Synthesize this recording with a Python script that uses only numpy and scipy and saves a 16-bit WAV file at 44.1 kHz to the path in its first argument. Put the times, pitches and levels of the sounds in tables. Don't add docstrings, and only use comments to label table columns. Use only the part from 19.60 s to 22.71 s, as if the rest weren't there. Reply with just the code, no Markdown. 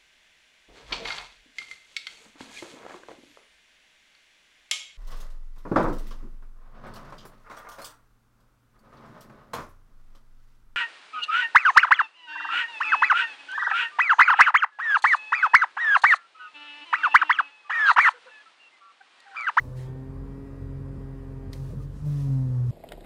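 import sys
import numpy as np
from scipy import signal
from scipy.io import wavfile
from scipy.ndimage import uniform_filter1d, map_coordinates

SR = 44100
rng = np.random.default_rng(int(sys.argv[2]) if len(sys.argv) > 2 else 0)


def digitize_waveform(pressure):
    field = np.atleast_2d(pressure).T
    bounded = np.clip(field, -1, 1)
    quanta = np.round(bounded * 32767).astype(np.int16)
    wavfile.write(sys.argv[1], SR, quanta)


def attenuation_scalar(level_db):
    decades = np.asarray(level_db, float) / 20
    return 10 ** decades


N = 137151
T = np.arange(N) / SR

# hz, level_db (per Hz)
BOOM_COLOUR = [(24, -44.5), (38, -7.5), (60, -5.5), (140, -4.5), (200, -12), (320, -18), (480, -18),
               (700, -30), (1100, -78)]
# hz, level_db (per Hz)
BAY_COLOUR = [(240, -25), (400, -17), (440, -15), (550, -7), (582, -21.5), (934, -12.5), (1010, -11.5),
              (1850, -22.5), (4000, -49.5), (5200, -82), (8800, -120)]
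# hz, level_db (per Hz)
AIR_COLOUR = [(1470, -23), (2500, -11.5), (3150, -9), (4850, -14), (5750, -18.5), (9000, -17.5),
              (15800, -25.5)]
# multiple_of_firing_rate, level_db (rms), unsteadiness_db
FIRING_ORDERS = [(1, -42.5, 1.55), (1.5, -60, 2), (2.5, -65, 2), (2.95, -67.5, 6), (4, -61, 3),
                 (5, -77, 3.5)]
# time_s, level_db, second_order_db (rms)
FIRING_LEVEL = [(0, -1.5, -51), (.15, -8, -53), (.4, -5, -52), (.6, 3, -45.5), (.8, -2, -55), (1.1, 2, -42),
                (1.5, 0.5, -51), (1.8, 0, -47), (2.3, 1.5, -45), (2.5, 0.5, -48.5), (2.85, 1.5, -54.5),
                (3.0, -8, -52.5), (3.11, -5.5, -47)]
# start_s, peak_db, pitch_hz, t60_s
THUDS = [(0.075, -28.5, 76, 0.09), (0.05, -39, 248, 0.17), (0.0745, -55, 600, .06), (.49, -30.5, 82, 0.088),
         (1.02, -27, 77, 0.1), (1.3, -38, 77, 0.12), (1.8, -33, 81, 0.059), (1.37, -36, 194, 0.11),
         (1.875, -29.5, 76, 0.16), (1.87, -33.5, 188, 0.087), (1.7, -43, 49, .1), (2.116, -43, 570, 0.074),
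         (2.1, -53, 600, 0.066), (1.9, -41, 420, .07), (2.125, -37, 330, 0.047), (2.13, -36, 454, 0.063),
         (2.1, -47, 620, 0.087), (2.2, -33, 98.8, 0.13), (1.9, -53, 500, 0.037), (3.7, -53, 650, 0.047),
         (2.41, -28, 77, 0.065), (2.46, -49, 580, 0.19), (2.2, -44, 440, 0.091), (2.67, -50, 730, 0.12),
         (2.2, -48, 1200, 0.089), (2.36, -45, 270, .1), (2.2, -49, 480, 0.054), (3.1, -39, 210, 0.13),
         (2.67, -30, 110, 0.11), (2.681, -33.5, 200, .1), (3.075, -29.5, 67, 0.25), (2.28, -37, 90, 0.14)]
# start_s, peak_db, pitch_hz, t60_s, rise_hz_per_s (the pitch climbs at twice
SLACK = [
    (2.09, -33, 90, 0.22, 855),
]
# start_s, peak_db
CAM_CONTACTS = [
    (1.9313, -38),
    (1.9329, -39),
    (1.9345, -37),
    (1.9369, -40),
    (1.942, -48),
]
# pitch_hz, level_db, t60_s
CAM_MODES = [(2150, -6, .009), (3600, -3, .005), (4150, 0, 0.005), (4900, -2, 0.004), (5900, -3, .004),
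             (7000, -8, .003), (11500, -3, 0.003)]
# hz, level_db (per Hz)
CRACK_COLOUR = [(1200, -30), (2200, -12), (4500, 0), (9000, -5), (15800, -13)]
# time_s, friction_db, palm_pressure_db, fingertip_sheen_db
SLIDE = [(0, -66.5, -14, 0), (.15, -73, -3, -9), (.175, -61, -2, -7), (.21, -60.5, -1, -10),
         (.28, -71, 2.5, -7), (.34, -82.5, 2, -10), (1.9, -81, -7, -8), (1.94, -60.5, -5, -8),
         (2.02, -67, -4, -4), (2.11, -65, -6, -7), (2.18, -75, -5, -4), (2.23, -67.5, -1, -4),
         (2.28, -78, 0, -2), (2.37, -66.5, -14, -16), (2.44, -68.5, -13, -13), (2.465, -63.5, -5, -2),
         (2.55, -62, -1, -7), (2.62, -59.5, -6, -9), (2.68, -65.5, -7, -5.5), (2.73, -65, -10, -8),
         (2.8, -69.5, -3.5, -8.5), (3.05, -71.5, -11.5, -9.5), (3.11, -65, -2, -8)]
# hz, level_db (per Hz)
LEATHER_COLOUR = [(1500, -31.5), (2500, -3), (3430, -8), (3930, -3.5), (5660, -3.5), (7500, -7),
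                  (10000, -9), (15800, -27.5)]
# hz, level_db (per Hz)
PALM_COLOUR = [(1000, -38.5), (1800, 5), (2300, -1), (2900, -2.5), (3900, -3.5), (5500, -21), (8000, -61.5)]
# hz, level_db (per Hz)
SHEEN_COLOUR = [(5000, -38), (8000, -5.5), (10000, -5), (12400, -1.5), (15800, -2.5)]
# time_s, rate_hz
VANE_RATE = [(0, 124), (.25, 129.2), (.45, 132.5), (.65, 136.2), (.8, 136.8), (.95, 136.8), (1.15, 135.4),
             (1.45, 135.2), (1.75, 133.9), (2.0, 133.5), (2.15, 138.1), (2.3, 141.7), (2.45, 147.8),
             (2.55, 143.4), (2.75, 133.1), (2.95, 124.6), (3.11, 121.5)]
# time_s, groan_db (through the column), octave_db (through the hoses), third_db, whine_db
OIL_LOAD = [(0, -44.5, -58, -56, -48.5), (.16, -35.5, -72, -60, -52.5), (.3, -36, -50, -50.5, -52.5),
            (.42, -42.5, -45, -53, -53.5), (.8, -45, -45, -51.5, -50.5), (1.2, -38.5, -45.5, -53, -51.5),
            (1.92, -45, -46.5, -51, -51.5), (2.02, -31, -51, -56, -52.5), (2.08, -35.5, -52.5, -58, -55),
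            (2.12, -55, -55, -68, -51), (2.18, -30.5, -53.5, -74, -70), (2.215, -43, -56, -68, -67),
            (2.26, -35, -52, -66, -65), (2.32, -43.5, -64, -68, -64), (2.38, -47.5, -59, -73, -58),
            (2.47, -26, -50.5, -58, -50), (2.63, -26, -41.5, -58.5, -48.5),
            (2.71, -22.5, -36.5, -57, -46.5), (2.81, -24.5, -37, -61, -50), (2.87, -26.5, -39.5, -60, -53),
            (2.95, -26, -44, -54.5, -48), (3.04, -24, -53.5, -54.5, -50), (3.11, -24, -48.5, -61, -54.5)]
# multiple_of_vane_rate, level_db
WHINE = [(4, -15.5), (5, -19), (6, -22.5), (7, -20), (8, -22.5), (9, -22), (10, -29.5), (11, -29),
         (12, -24), (13, -30.5), (14, -22), (15, -28), (17, -28.5), (18, -30.5), (19, -34), (20, -34.5),
         (35, -40.5), (36, -40), (37, -37.5), (38, -40)]
# centre_hz, width_hz, lift_db
CABIN = [(508.3, 12.7, 13), (648, 14, 7.5), (786, 18, 11.5), (907, 17.6, 10), (1020, 22, 4), (1828, 20, 7)]


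def unit(x):
    return x / np.sqrt(np.mean(x ** 2) + 1e-20)


def curves(rows):
    time_s, *columns = np.transpose(rows)
    return [np.interp(T, time_s, column) for column in columns]


def wobble(rate_hz):
    knots = rng.standard_normal(int(N * rate_hz / SR) + 4)
    return map_coordinates(knots, [T * rate_hz])


def rush(spectrum, patchy_db):
    hz, _, z = signal.stft(rng.standard_normal(N + 4096), SR, nperseg=2048)
    patches = uniform_filter1d(rng.standard_normal(z.shape), 12, axis=0)
    patches = unit(uniform_filter1d(patches, 3, axis=1))
    knot_hz, knot_db = np.transpose(spectrum)
    colour = attenuation_scalar(np.interp(np.log(hz + 1), np.log(knot_hz + 1), knot_db))[:, None]
    _, noise = signal.istft(z * colour * attenuation_scalar(patchy_db * patches), nperseg=2048)
    return unit(noise[:N])


def tone(phase, level_db, free_start=True):
    start = free_start * rng.uniform(0, 2 * np.pi)
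    return np.sqrt(2) * attenuation_scalar(level_db) * np.sin(phase + start)


def ring(start_s, hz, t60_s, attack_s, scoop_hz_per_s=0):
    t = np.clip(T - start_s, 0, None)
    swing = np.sin(2 * np.pi * t * (hz + scoop_hz_per_s * t))
    return swing * attenuation_scalar(-60 * t / t60_s) * (1 - np.exp(-t / attack_s))


def vane_phase():
    rate_hz = curves(VANE_RATE)[0] * (1 + 0.0005 * wobble(14))
    phase = 2 * np.pi * np.cumsum(rate_hz) / SR
    return phase - phase[-1]


def air():
    return attenuation_scalar(-73.5) * rush(AIR_COLOUR, patchy_db=1.9)


def engine(phase):
    fire = phase / 3.03
    level_db, second_db = curves(FIRING_LEVEL)
    orders = tone(2 * fire, second_db)
    for multiple, db, shake_db in FIRING_ORDERS:
        orders = orders + tone(multiple * fire, db + level_db + min(shake_db, 2) * wobble(8.74))
    boom_db = -45 + 0.13 * level_db + 0.74 * wobble(7.18)
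    boom = attenuation_scalar(boom_db) * rush(BOOM_COLOUR, patchy_db=1.5)
    bay = attenuation_scalar(-60 + 0.2 * wobble(4.5)) * rush(BAY_COLOUR, patchy_db=1.13)
    return orders + boom + bay * (1 + 0.15 * np.cos(phase))


def steering_gear():
    out = np.zeros(N)
    for start_s, db, hz, t60_s in THUDS:
        out += attenuation_scalar(db + 2.5) * ring(start_s, hz, t60_s, attack_s=0.0065, scoop_hz_per_s=500)
    for start_s, db, hz, t60_s, rise_hz_per_s in SLACK:
        out += attenuation_scalar(db + 10) * ring(start_s, hz, t60_s, attack_s=0.019, scoop_hz_per_s=rise_hz_per_s)
    return out


def column_cam():
    snap_s, snap_hz, snap_width_s = 1.9318, 4500, 0.00036
    since = T - snap_s
    out = attenuation_scalar(-32) * np.exp(-(since / snap_width_s) ** 2) * np.cos(2 * np.pi * snap_hz * since)
    for start_s, db in CAM_CONTACTS:
        for hz, level_db, t60_s in CAM_MODES:
            struck_hz = hz * rng.normal(1, 0.05)
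            out += attenuation_scalar(db + 4 + level_db) * ring(start_s, struck_hz, t60_s, attack_s=0.0005)
    after = np.clip(since, 0, None)
    rattle = attenuation_scalar(-55 - 60 * after / 0.058)
    crack = attenuation_scalar(-53 - 60 * after / 0.015)
    chatter = attenuation_scalar(1.8 * wobble(900)) * rush(CRACK_COLOUR, patchy_db=4)
    return out + (after > 0) * (rattle + crack) * chatter


def hands():
    friction_db, palm_db, sheen_db = curves(SLIDE)
    catch = attenuation_scalar(0.5 * wobble(350) + 0.41 * wobble(40))
    grain = unit(catch * rush(LEATHER_COLOUR, patchy_db=1))
    sheen = attenuation_scalar(sheen_db) * catch * rush(SHEEN_COLOUR, patchy_db=0.7)
    palm = attenuation_scalar(palm_db + 1.2 * wobble(60)) * rush(PALM_COLOUR, patchy_db=3)
    return attenuation_scalar(friction_db) * (grain + sheen + palm)


def pump(phase):
    groan_db, octave_db, third_db, whine_db = curves(OIL_LOAD)
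    wander_db, high_wander_db = 0.7, 1.6
    out = -tone(phase, groan_db + wander_db * wobble(12), free_start=False)
    out += tone(2 * phase + np.pi / 2, octave_db + wander_db * wobble(12.85), free_start=False)
    out += tone(3 * phase, third_db + wander_db * wobble(12.5))

    rate_hz = curves(VANE_RATE)[0]
    flutter_rad = 0.035 * wobble(60)
    lock_start_s, lock_end_s, fade_s = 0.099, 2.02, 0.11
    inside_s = np.minimum(T - lock_start_s, lock_end_s - T)
    free = 1 - np.clip(inside_s / fade_s, 0, 1)
    for k, db in WHINE:
        line_db = whine_db + db - max(k - 8, 0) * free
        for centre_hz, width_hz, lift_db in CABIN:
            line_db = line_db + lift_db / (1 + ((k * rate_hz - centre_hz) / width_hz) ** 2)
        line_db = line_db + high_wander_db * min(k / 8, 1.3) * wobble(15)
        out += tone(k * (phase + flutter_rad), line_db)
    return out


def scene():
    phase = vane_phase()
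    mix = air() + engine(phase) + steering_gear() + column_cam() + hands() + pump(phase)
    return mix[None]


def top_cut(x):
    return signal.sosfilt(signal.butter(12, 16030, fs=SR, output="sos"), x)


def record(dry):
    band_limit = signal.ellip(12, 0.1, 60, 15790, fs=SR, output="sos")
    kept = signal.sosfiltfilt(band_limit, dry)
    fade = np.sin(np.pi / 2 * np.clip((T[-1] - T) / 0.002, 0, 1))
    return top_cut(kept * fade)


dry = scene()
out = record(dry)
digitize_waveform(out)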